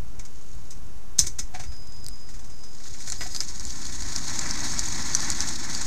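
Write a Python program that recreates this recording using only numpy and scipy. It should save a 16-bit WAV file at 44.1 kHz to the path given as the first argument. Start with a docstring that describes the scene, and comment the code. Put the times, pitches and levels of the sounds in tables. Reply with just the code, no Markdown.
"""A paved car park, one microphone a couple of metres from a hybrid car that stands, then creeps off on
its electric motor. Levers and pedals clunk through the open window, the body rocks on its springs and
the inverter starts to whine. The tyres rumble over the paving stones and crush grit, which now and then
snaps. Distant traffic and leaves lie behind it all, and a light breeze touches the microphone."""
import sys
import numpy as np
from scipy import signal
from scipy.fft import rfft, irfft
from scipy.io import wavfile

SR = 44100
rng = np.random.default_rng(int(sys.argv[2]) if len(sys.argv) > 2 else 0)


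def digitize_waveform(pressure):
    """Quantize a signal to 16-bit integers and store it at the path in sys.argv[1].

    Rows of a 2-D input are taken as channels; values are limited to [-1, 1].
    """
    field = np.atleast_2d(pressure).T
    bounded = np.clip(field, -1, 1)
    quanta = np.round(bounded * 32767).astype(np.int16)
    wavfile.write(sys.argv[1], SR, quanta)


N = 258426

# Tone colours as they reach the microphone. Each row: frequency in Hz, relative level in dB.
TOWN_SPECTRUM = [(30, 6.5), (100, 6), (200, 5), (320, 2.5), (500, -3), (1100, -4), (2000, -11), (3000, -13),
                 (4200, -15), (6300, -10.5), (8500, -18), (11000, -19), (14000, -19.5)]  # far traffic and leaves
RATTLE_SPECTRUM = [(2000, -28), (3000, -24.5), (3800, -9.5), (4700, -11.5), (5200, -4), (5900, -1),
                   (6550, -1), (8000, -4.5), (9500, -13), (11000, -28), (12700, -30), (13200, -12.5),
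                   (13800, -31)]  # loose linkage
KNOCK_SPECTRUM = [(450, -11.5), (730, -3), (1100, -7), (1500, -1.5), (2150, -2), (2900, -11), (4500, -7)]  # a blow on a panel or the ground
THUD_SPECTRUM = [(40, -23), (120, 6.5), (220, -3.5), (350, -3), (460, -10), (700, -37.5)]  # the car's shell
CRUNCH_SPECTRUM = [(1500, -18), (2850, -17), (3600, -8), (4500, -4), (5000, -3.5), (5900, -1), (6600, 2),
                   (7400, -5.5), (9000, -14.5), (10900, -27), (12200, -29), (13400, -19.5), (14000, -47)]  # crushed grit
ROAR_SPECTRUM = [(350, -34), (490, -8.5), (680, -0.5), (1020, 0.5), (1250, -2.5), (1750, 3), (2200, -3),
                 (2850, -15), (4500, -42)]  # tread on paving
BOOM_SPECTRUM = [(30, -5), (55, 7), (90, 4), (155, 0.5), (205, 0.5), (260, 3), (320, 0), (375, -11.5),
                 (490, -27), (800, -21.5)]  # tyre carcass
CRACK_SPECTRUM = [(900, -49), (2800, -30.5), (4000, 8.5), (6500, 12.5), (8500, 3.5), (11000, 8.5),
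                  (13500, -12), (15000, -70)]  # a stone giving way
# Breeze on the microphone. Each row: time in seconds, level in dB.
BREEZE_LEVELS = [(0, -51.5), (.6, -48), (1.6, -45), (2.8, -49.5), (4.3, -44.5), (5.86, -47.5)]
# Steel levers and their catches. Each row: start in seconds, rattle level in dB, body level in dB.
LEVER_PULLS = [(.189, -39.5, -40), (.246, -42, -46.5), (.701, -39, -51), (.713, -46, -47),
               (1.180, -12, -29), (1.232, -40, -35.5), (1.260, -26, -35.5), (1.382, -26.5, -32)]
# Dull knocks from the car, and three short tyre scrunches as it starts to roll (2.798 to 2.941 s).
# Each row: start in seconds, rattle level in dB, body level in dB, centre pitch in Hz.
KNOCKS_AND_SCRUNCHES = [(1.534, -42.5, -31, 830), (1.589, -39, -34, 990), (1.635, -43, -38.5, 2230),
                        (1.714, -52, -44, 1200), (2.631, -45, -45.5, 1400), (2.798, -50, -44, 1900),
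                        (2.852, -48, -41, 1880), (2.941, -51, -40.5, 1900), (3.001, -38, -41, 1900),
                        (3.072, -34.5, -33.5, 2060), (3.120, -45, -34.5, 1400), (3.206, -33.5, -24.5, 1950),
                        (3.243, -55, -39.5, 790), (3.345, -35, -37.5, 1370), (3.403, -31.5, -32, 1430)]
# How panels and steel linkage ring. Each row: frequency in Hz, seconds to fall 60 dB, level in dB.
PANEL_MODES = [(737, 0.14, 6), (836, 0.087, 0), (1328, 0.028, 1), (1560, 0.028, -25), (1956, 0.13, -8.5),
               (2192, 0.15, -7)]
LINKAGE_MODES = [(5250, 0.099, 1), (6070, 0.017, 11.5), (6430, 0.038, 8), (6770, 0.061, -25),
                 (8500, 0.035, -27), (8200, 0.054, -2), (8240, .06, -12.5), (9700, 0.033, -11)]
# The car gathers pace. Each row: time in seconds, share of the final speed.
SPEED_CURVE = [(1.2, 0.0087), (1.65, 0.033), (2.65, 0.03), (3.0, 0.21), (3.65, .35), (4.0, .51),
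               (4.45, 0.89), (5.101, 1.0)]
# Steered tyres grind sand on the spot. Each row: middle in seconds, half length in seconds, level in dB.
STEERING_SCRUBS = [(0.497, 0.32, -58), (3.193, 0.23, -44.5)]
# The body rocks on its springs. Each row: start in seconds, peak in dB, frequency in Hz.
BODY_THUMPS = [(1.222, -26, 58), (1.427, -27, 41.7), (1.684, -25.5, 52)]
# The inverter's switching tone. Each row: time in seconds, level in dB.
WHINE_LEVELS = [(1.67, -53), (2.27, -53.5), (2.41, -65), (2.66, -52.5), (2.74, -58), (3.1, -60), (3.9, -62),
                (4.4, -75)]
# The motor takes up the load in two pushes. Each row: start in seconds, end in seconds.
MOTOR_SURGES = [(3.17, 3.292), (3.3, 3.435)]
# Extra tones under load. Each row: multiple of a quarter of the switching rate, relative level in dB.
LOAD_TONES = [(5, -8), (6, 0), (8, -13), (10, -6)]
# Dry ticks close to the microphone. 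Each row: start in seconds, peak in dB, ring in Hz.
CLOSE_TICKS = [(1.766, -34, 5400), (1.8723, -33, 6200), (2.0435, -26, 7000), (2.0638, -18.5, 4740),
               (2.0843, -19, 8140)]
# The loudest stones under the tread. Each row: start in seconds, level in dB, ring in Hz, crumbs in dB.
STONE_SNAPS = [(3.0853, -21, 7100, -17), (3.1, -15, 7040, -12), (3.121, -13, 6670, -16.5),
               (3.3478, -18.5, 4900, -14), (3.3625, -12.5, 4620, -22), (3.4046, -9, 5240, -17.5),
               (3.5968, -19, 5780, -19), (3.651, -16, 7100, -29), (3.8532, -22, 4440, -7),
               (4.0214, -19, 4420, -14), (4.1608, -10.5, 5300, -15.5), (4.3915, -13.5, 6670, 1),
               (4.5093, -12.5, 5550, -18), (4.7923, -10.5, 6500, -12), (4.885, -19, 6440, -14),
               (5.1489, -1, 6050, -17.5), (5.152, -15, 6300, -23), (5.204, -11, 6040, -22),
               (5.3012, -5, 6930, -22), (5.3162, -14, 4700, -16), (5.4046, -6, 5820, -25),
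               (5.4872, -14.5, 7500, -12), (5.7487, -13, 4700, -16)]

LEVER_T60_S, LEVER_HZ, LEVER_THUD_DB = 0.078, 2220, -3  # decay, panel pitch, thud against the body level
LEVER_RISE_S, RISE_DOUBLING_DB = 0.015, 37  # a harder pull takes longer: rise at 0 dB, dB that double it
DULL_T60_S, DULL_THUD_DB, DULL_RISE_S = 0.12, -17, .011  # knocks, scrunches and taps; rise at 1 kHz
TAPS_S, TAP_GAP_S, TAP_DB, TAP_FADE_DB, TAP_HZ = 2.286, .052, -45, 1.4, 1800  # light taps up front
PANEL_DB = -5.5  # ring of the panels against the body level
# Tyre sounds. Each pair: level at full speed in dB, dB gained per tenfold speed.
GRIT_LAW, ROAR_LAW, BOOM_LAW = (-35.5, 15.5), (-42, 27.4), (-44.5, 18.3)
LEAVES_S, LEAVE_DB_PER_S = 5.03, 2  # from here the car draws away from the microphone
LULL_S, LULL_WIDTH_S, LULL_DB = 5.61, 0.082, -3.5  # the tyre noise dips briefly
SWITCH_HZ, SURGE_DB, LOAD_TONES_DB, OCTAVE_DB = 5000, -47, -54, -61  # inverter
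SMALL_SNAP_DB, SMALL_SNAP_SPREAD_DB, SMALL_SNAP_HZ = 3.5, 11.5, 6400  # level against the grit
STONE_T60_S, ARCH_HZ = .0035, 8870  # the wheel arches dull the snaps above this pitch
TOP_HZ, DC_OFFSET = 14000, -.094


def undb(db):
    """Decibels to gain."""
    return 10 ** (np.asarray(db) / 20)


def level_curve(table):
    """Rows of seconds and dB as a gain for every sample."""
    return undb(np.interp(np.arange(N) / SR, *np.transpose(table)))


def unit(x):
    """Scale to rms 1."""
    return x / np.sqrt(np.mean(x ** 2))


def decay(t, t60):
    """A fade that loses 60 dB in t60 seconds."""
    return np.exp(-np.log(1000) * t / t60)


def swell_and_fade(t, rise, t60):
    """Grow to 1 over rise seconds, then die away."""
    return np.minimum(t / rise, 1) ** 2 * decay(np.maximum(t - rise, 0), t60)


def bump(middle_s, width_s):
    """A smooth swell from 0 to 1 and back."""
    return np.exp(-((np.arange(N) / SR - middle_s) / width_s) ** 2)


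def colour(x, points, size=4096):
    """Causal filter through (Hz, dB) points; keeps the power of white noise."""
    hz, db = np.transpose(points)
    bins = np.maximum(np.fft.rfftfreq(size, 1 / SR), 1)
    rolloff_db = 24 * np.maximum(np.log2(bins / hz[-1]), 0)
    cepstrum = irfft(np.log(undb(np.interp(np.log(bins), np.log(hz), db) - rolloff_db)))
    cepstrum[1:size // 2] *= 2  # fold to minimum phase
    cepstrum[size // 2 + 1:] = 0
    response = irfft(np.exp(rfft(cepstrum)))
    return signal.oaconvolve(x, response / np.linalg.norm(response))[:len(x)]


def ring(hz, t60):
    """Response of one mode, with energy 1; a small body radiates little below its pitch."""
    t = np.arange(SR // 4) / SR
    wave = np.diff(np.sin(2 * np.pi * hz * t) * decay(t, t60))
    return wave / np.linalg.norm(wave)


def walk(rate):
    """Smooth random drift that changes about rate times a second; rms 1."""
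    steps = rng.standard_normal(N // 20)
    return unit(np.interp(np.arange(N) / SR * rate, np.arange(len(steps)), steps))


def grains(rate, spread_db):
    """Random impulses, most of them small and a few large; the same power at any rate."""
    chance, size = rng.random((2, N))
    rate, impulses = np.broadcast_to(rate, N), np.zeros(N)
    hit = np.flatnonzero(chance < rate / SR)
    signed = 2 * size[hit] - 1
    size_db = spread_db * np.minimum(-np.log(np.abs(signed)), 5)
    impulses[hit] = np.sign(signed) * undb(size_db) / np.sqrt(rate[hit])
    return unit(impulses)


def reflect(x, t60, wet_db):
    """Add the dense, short reflections between paving, wheel arches and cabin."""
    t = np.arange(SR // 2) / SR
    tail = rng.standard_normal(len(t)) * decay(t, t60)
    return x + undb(wet_db) * signal.oaconvolve(x, tail / np.linalg.norm(tail))[:N]


def add(track, s, sound):
    """Mix a sound into a track at s seconds."""
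    start = int(s * SR)
    track[start:start + len(sound)] += sound[:max(N - start, 0)]


def outdoors():
    """Traffic and leaves far off, and gusts that rumble right on the microphone."""
    town = undb(-51.5) * colour(rng.standard_normal(N), TOWN_SPECTRUM) * undb(0.076 * walk(rate=2.6))
    gust_spectrum = [(8, -17), (20, 0), (38, 2.0), (60, -3.5), (100, -8.0), (170, -19), (400, -31)]
    gusts = colour(rng.standard_normal(N), gust_spectrum)
    return town + undb(3.5) * gusts * level_curve(BREEZE_LEVELS) * undb(3.1 * walk(rate=11))


def movements(tap_count=5):
    """Levers, knocks, tyre scrunches and fading taps: start, three levels, pitch, rise and decay."""
    for s, rattle_db, body_db in LEVER_PULLS:
        rise = LEVER_RISE_S * 2 ** (rattle_db / RISE_DOUBLING_DB)
        yield s, rattle_db, body_db, body_db + LEVER_THUD_DB, LEVER_HZ, rise, LEVER_T60_S
    taps = [(TAPS_S + k * TAP_GAP_S, TAP_DB - k * TAP_FADE_DB, TAP_DB - k * TAP_FADE_DB, TAP_HZ)
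            for k in range(tap_count)]
    for s, rattle_db, body_db, hz in KNOCKS_AND_SCRUNCHES + taps:
        rise = DULL_RISE_S * (1000 / hz) ** 2  # softer contacts are lower and slower
        yield s, rattle_db, body_db, body_db + DULL_THUD_DB, hz, rise, DULL_T60_S


def clunks_and_scrunches():
    """Each is a burst of tiny impacts that swells and dies: a rattle, ringing panels and a thud."""
    t, power, panels = np.arange(SR // 3) / SR, np.zeros((3, N)), np.zeros(N)
    for s, rattle_db, body_db, thud_db, centre_hz, rise, t60 in movements():
        for track, db in zip(power, (rattle_db, body_db, thud_db)):
            add(track, s, (undb(db) * swell_and_fade(t, rise, t60)) ** 2)
        for hz, mode_t60, db in PANEL_MODES:
            # each burst favours the panel modes near its centre pitch
            weight = undb(body_db + PANEL_DB + db - 22.0 * abs(np.log2(hz / centre_hz)))
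            detuned_hz = hz * (1 + 0.0016 * rng.standard_normal())
            mode = np.sin(2 * np.pi * (detuned_hz * t + rng.random()))
            add(panels, s, weight * swell_and_fade(t, rise, mode_t60) * mode)
    rattle, knock, thud = np.sqrt(power) * [grains(rate=14000, spread_db=3.5) for _ in power]
    steel = signal.oaconvolve(rattle, sum(undb(db) * ring(hz, t60) for hz, t60, db in LINKAGE_MODES))[:N]
    linkage = undb(-1.5) * colour(rattle, RATTLE_SPECTRUM) + undb(-21.5) * steel
    body = undb(-6.5) * colour(knock, KNOCK_SPECTRUM) + panels + colour(thud, THUD_SPECTRUM)
    return reflect(linkage + body, t60=0.22, wet_db=-11)


def road_speed():
    """Share of the final speed for every sample."""
    return np.clip(np.interp(np.arange(N) / SR, *np.transpose(SPEED_CURVE)), .001, 1.5)


def rolling(law):
    """Gain of a tyre sound: it grows with speed and falls as the car leaves the microphone."""
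    full_db, slope_db = law
    away_s = np.maximum(np.arange(N) / SR - LEAVES_S, 0)
    return undb(full_db + slope_db * np.log10(road_speed()) - LEAVE_DB_PER_S * away_s)


def pings(rate, low_hz, high_hz, cycles, spread_db, count=10):
    """Stones of many sizes, each ringing briefly at its own pitch; rms 1."""
    return unit(sum(signal.oaconvolve(grains(rate / count, spread_db), ring(hz, cycles / hz)[:1024])[:N]
                    for hz in np.geomspace(low_hz, high_hz, count)))


def tyres():
    """Tread blocks crush grit and slap the paving; the load jolts unevenly over the stones."""
    speed, lull = road_speed(), undb(LULL_DB * bump(LULL_S, LULL_WIDTH_S))
    scrub = sum(undb(db) * bump(s, width) for s, width, db in STEERING_SCRUBS)
    jolt = walk(rate=38)
    sand = grains(rate=500 + 2600 * speed, spread_db=0) + undb(-4.5) * rng.standard_normal(N)
    chips = pings(rate=400, low_hz=4050, high_hz=8000, cycles=23, spread_db=4)
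    grit_gain = lull * np.hypot(rolling(GRIT_LAW), scrub) * undb(0.64 * jolt + 2.43 * walk(rate=120))
    crunch = colour((sand + undb(-12.5) * chips) * grit_gain, CRUNCH_SPECTRUM)
    # creeping only grinds fine sand; the deeper crunch of coarse grit comes with speed
    coarse = signal.sosfiltfilt(signal.butter(4, 6200, fs=SR, output="sos"), crunch)
    crunch += 0.38 * (speed - .8) * coarse
    pebbles = pings(rate=260, low_hz=724, high_hz=2240, cycles=43, spread_db=0)
    tread = grains(rate=1200 + 2400 * speed, spread_db=3.5) + undb(-16.5) * pebbles
    slap = colour(tread * lull * rolling(ROAR_LAW) * undb(1.51 * jolt), ROAR_SPECTRUM)
    carcass = colour(rng.standard_normal(N) * rolling(BOOM_LAW) * undb(jolt), BOOM_SPECTRUM)
    return reflect(undb(-0.5) * crunch + slap + undb(4) * carcass, t60=0.057, wet_db=-10)


def thumps():
    """The whole shell swings for a cycle or two and pushes air at the microphone."""
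    t, track = np.arange(SR // 4) / SR, np.zeros(N)
    for s, peak_db, hz in BODY_THUMPS:
        swell = t * hz / 0.52
        add(track, s, undb(peak_db) * (swell * np.exp(1 - swell)) ** 2 * np.sin(2 * np.pi * hz * t))
    return track


def inverter():
    """The motor windings sing at the switching rate; under load more tones join in."""
    t, ramp_s = np.arange(N) / SR, 0.013
    surge = sum(np.clip(np.minimum(t - start, end - t) / ramp_s, 0, 1) for start, end in MOTOR_SURGES)
    phase = 2 * np.pi * np.cumsum(SWITCH_HZ + (3.46 + 8 * surge) * walk(rate=64)) / SR
    whine = (level_curve(WHINE_LEVELS) + undb(SURGE_DB) * surge) * np.sin(phase)
    load = undb(LOAD_TONES_DB) * surge * sum(undb(db) * np.sin(k * phase / 4) for k, db in LOAD_TONES)
    octave = undb(OCTAVE_DB) * road_speed() * np.sin(2 * phase) * (t < WHINE_LEVELS[-1][0])
    switched_on, flicker = t > WHINE_LEVELS[0][0], undb(1.9 * walk(rate=36))
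    return np.sqrt(2) * switched_on * (whine + load + octave) * flicker


def click(peak_db, hz, crumbs_db, knock_db):
    """Something hard gives way: a crack, a brief ring, a knock on the ground, falling crumbs."""
    t = np.arange(SR // 30) / SR
    push = undb(crumbs_db) * rng.standard_normal(len(t)) * np.exp(-t / 0.0026)
    push[SR // 1000] += 1  # the crack, after a millisecond of strain
    ringing = undb(4.5) * signal.fftconvolve(push, ring(hz, STONE_T60_S))[:len(t)]
    sound = colour(push, CRACK_SPECTRUM) + ringing + undb(knock_db) * colour(push, KNOCK_SPECTRUM)
    return undb(peak_db) * sound / np.abs(sound).max()


def ticks():
    """Small hard clicks, close enough to the microphone to stay dry."""
    track = np.zeros(N)
    for s, peak_db, hz in CLOSE_TICKS:
        add(track, s, click(peak_db, hz, crumbs_db=-48, knock_db=-9))
    return track


def snaps(small_count=18):
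    """Stones crack under the car and echo off its floor; small ones come more often with speed."""
    stones = np.zeros(N)
    for s, db, hz, crumbs_db in STONE_SNAPS:
        add(stones, s, click(db, hz, crumbs_db, knock_db=-12))
    travelled, grit_gain = np.cumsum(road_speed()), rolling(GRIT_LAW)
    for k, (place, size, pitch) in enumerate(rng.random((small_count, 3))):
        sample = np.searchsorted(travelled, travelled[-1] * (k + place) / small_count)
        db = SMALL_SNAP_DB + SMALL_SNAP_SPREAD_DB * (2 * size - 1)
        hz = SMALL_SNAP_HZ * 2 ** (.7 * (pitch - .5))
        add(stones, sample / SR, grit_gain[sample] * click(db, hz, crumbs_db=-12, knock_db=-4.5))
    muffled = signal.sosfilt(signal.butter(3, ARCH_HZ, fs=SR, output="sos"), stones)
    return reflect(muffled, t60=0.054, wet_db=-6.5)


def scene():
    """The car park at one microphone, a couple of metres from the car."""
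    return (outdoors() + clunks_and_scrunches() + tyres() + thumps() + inverter() + ticks() + snaps())[None]


def record(dry):
    """The recorder cuts the top, and its converter sits a little off zero."""
    return signal.sosfilt(signal.ellip(8, .2, 70, TOP_HZ, fs=SR, output="sos"), dry) + DC_OFFSET


dry = scene()
out = record(dry)
digitize_waveform(out)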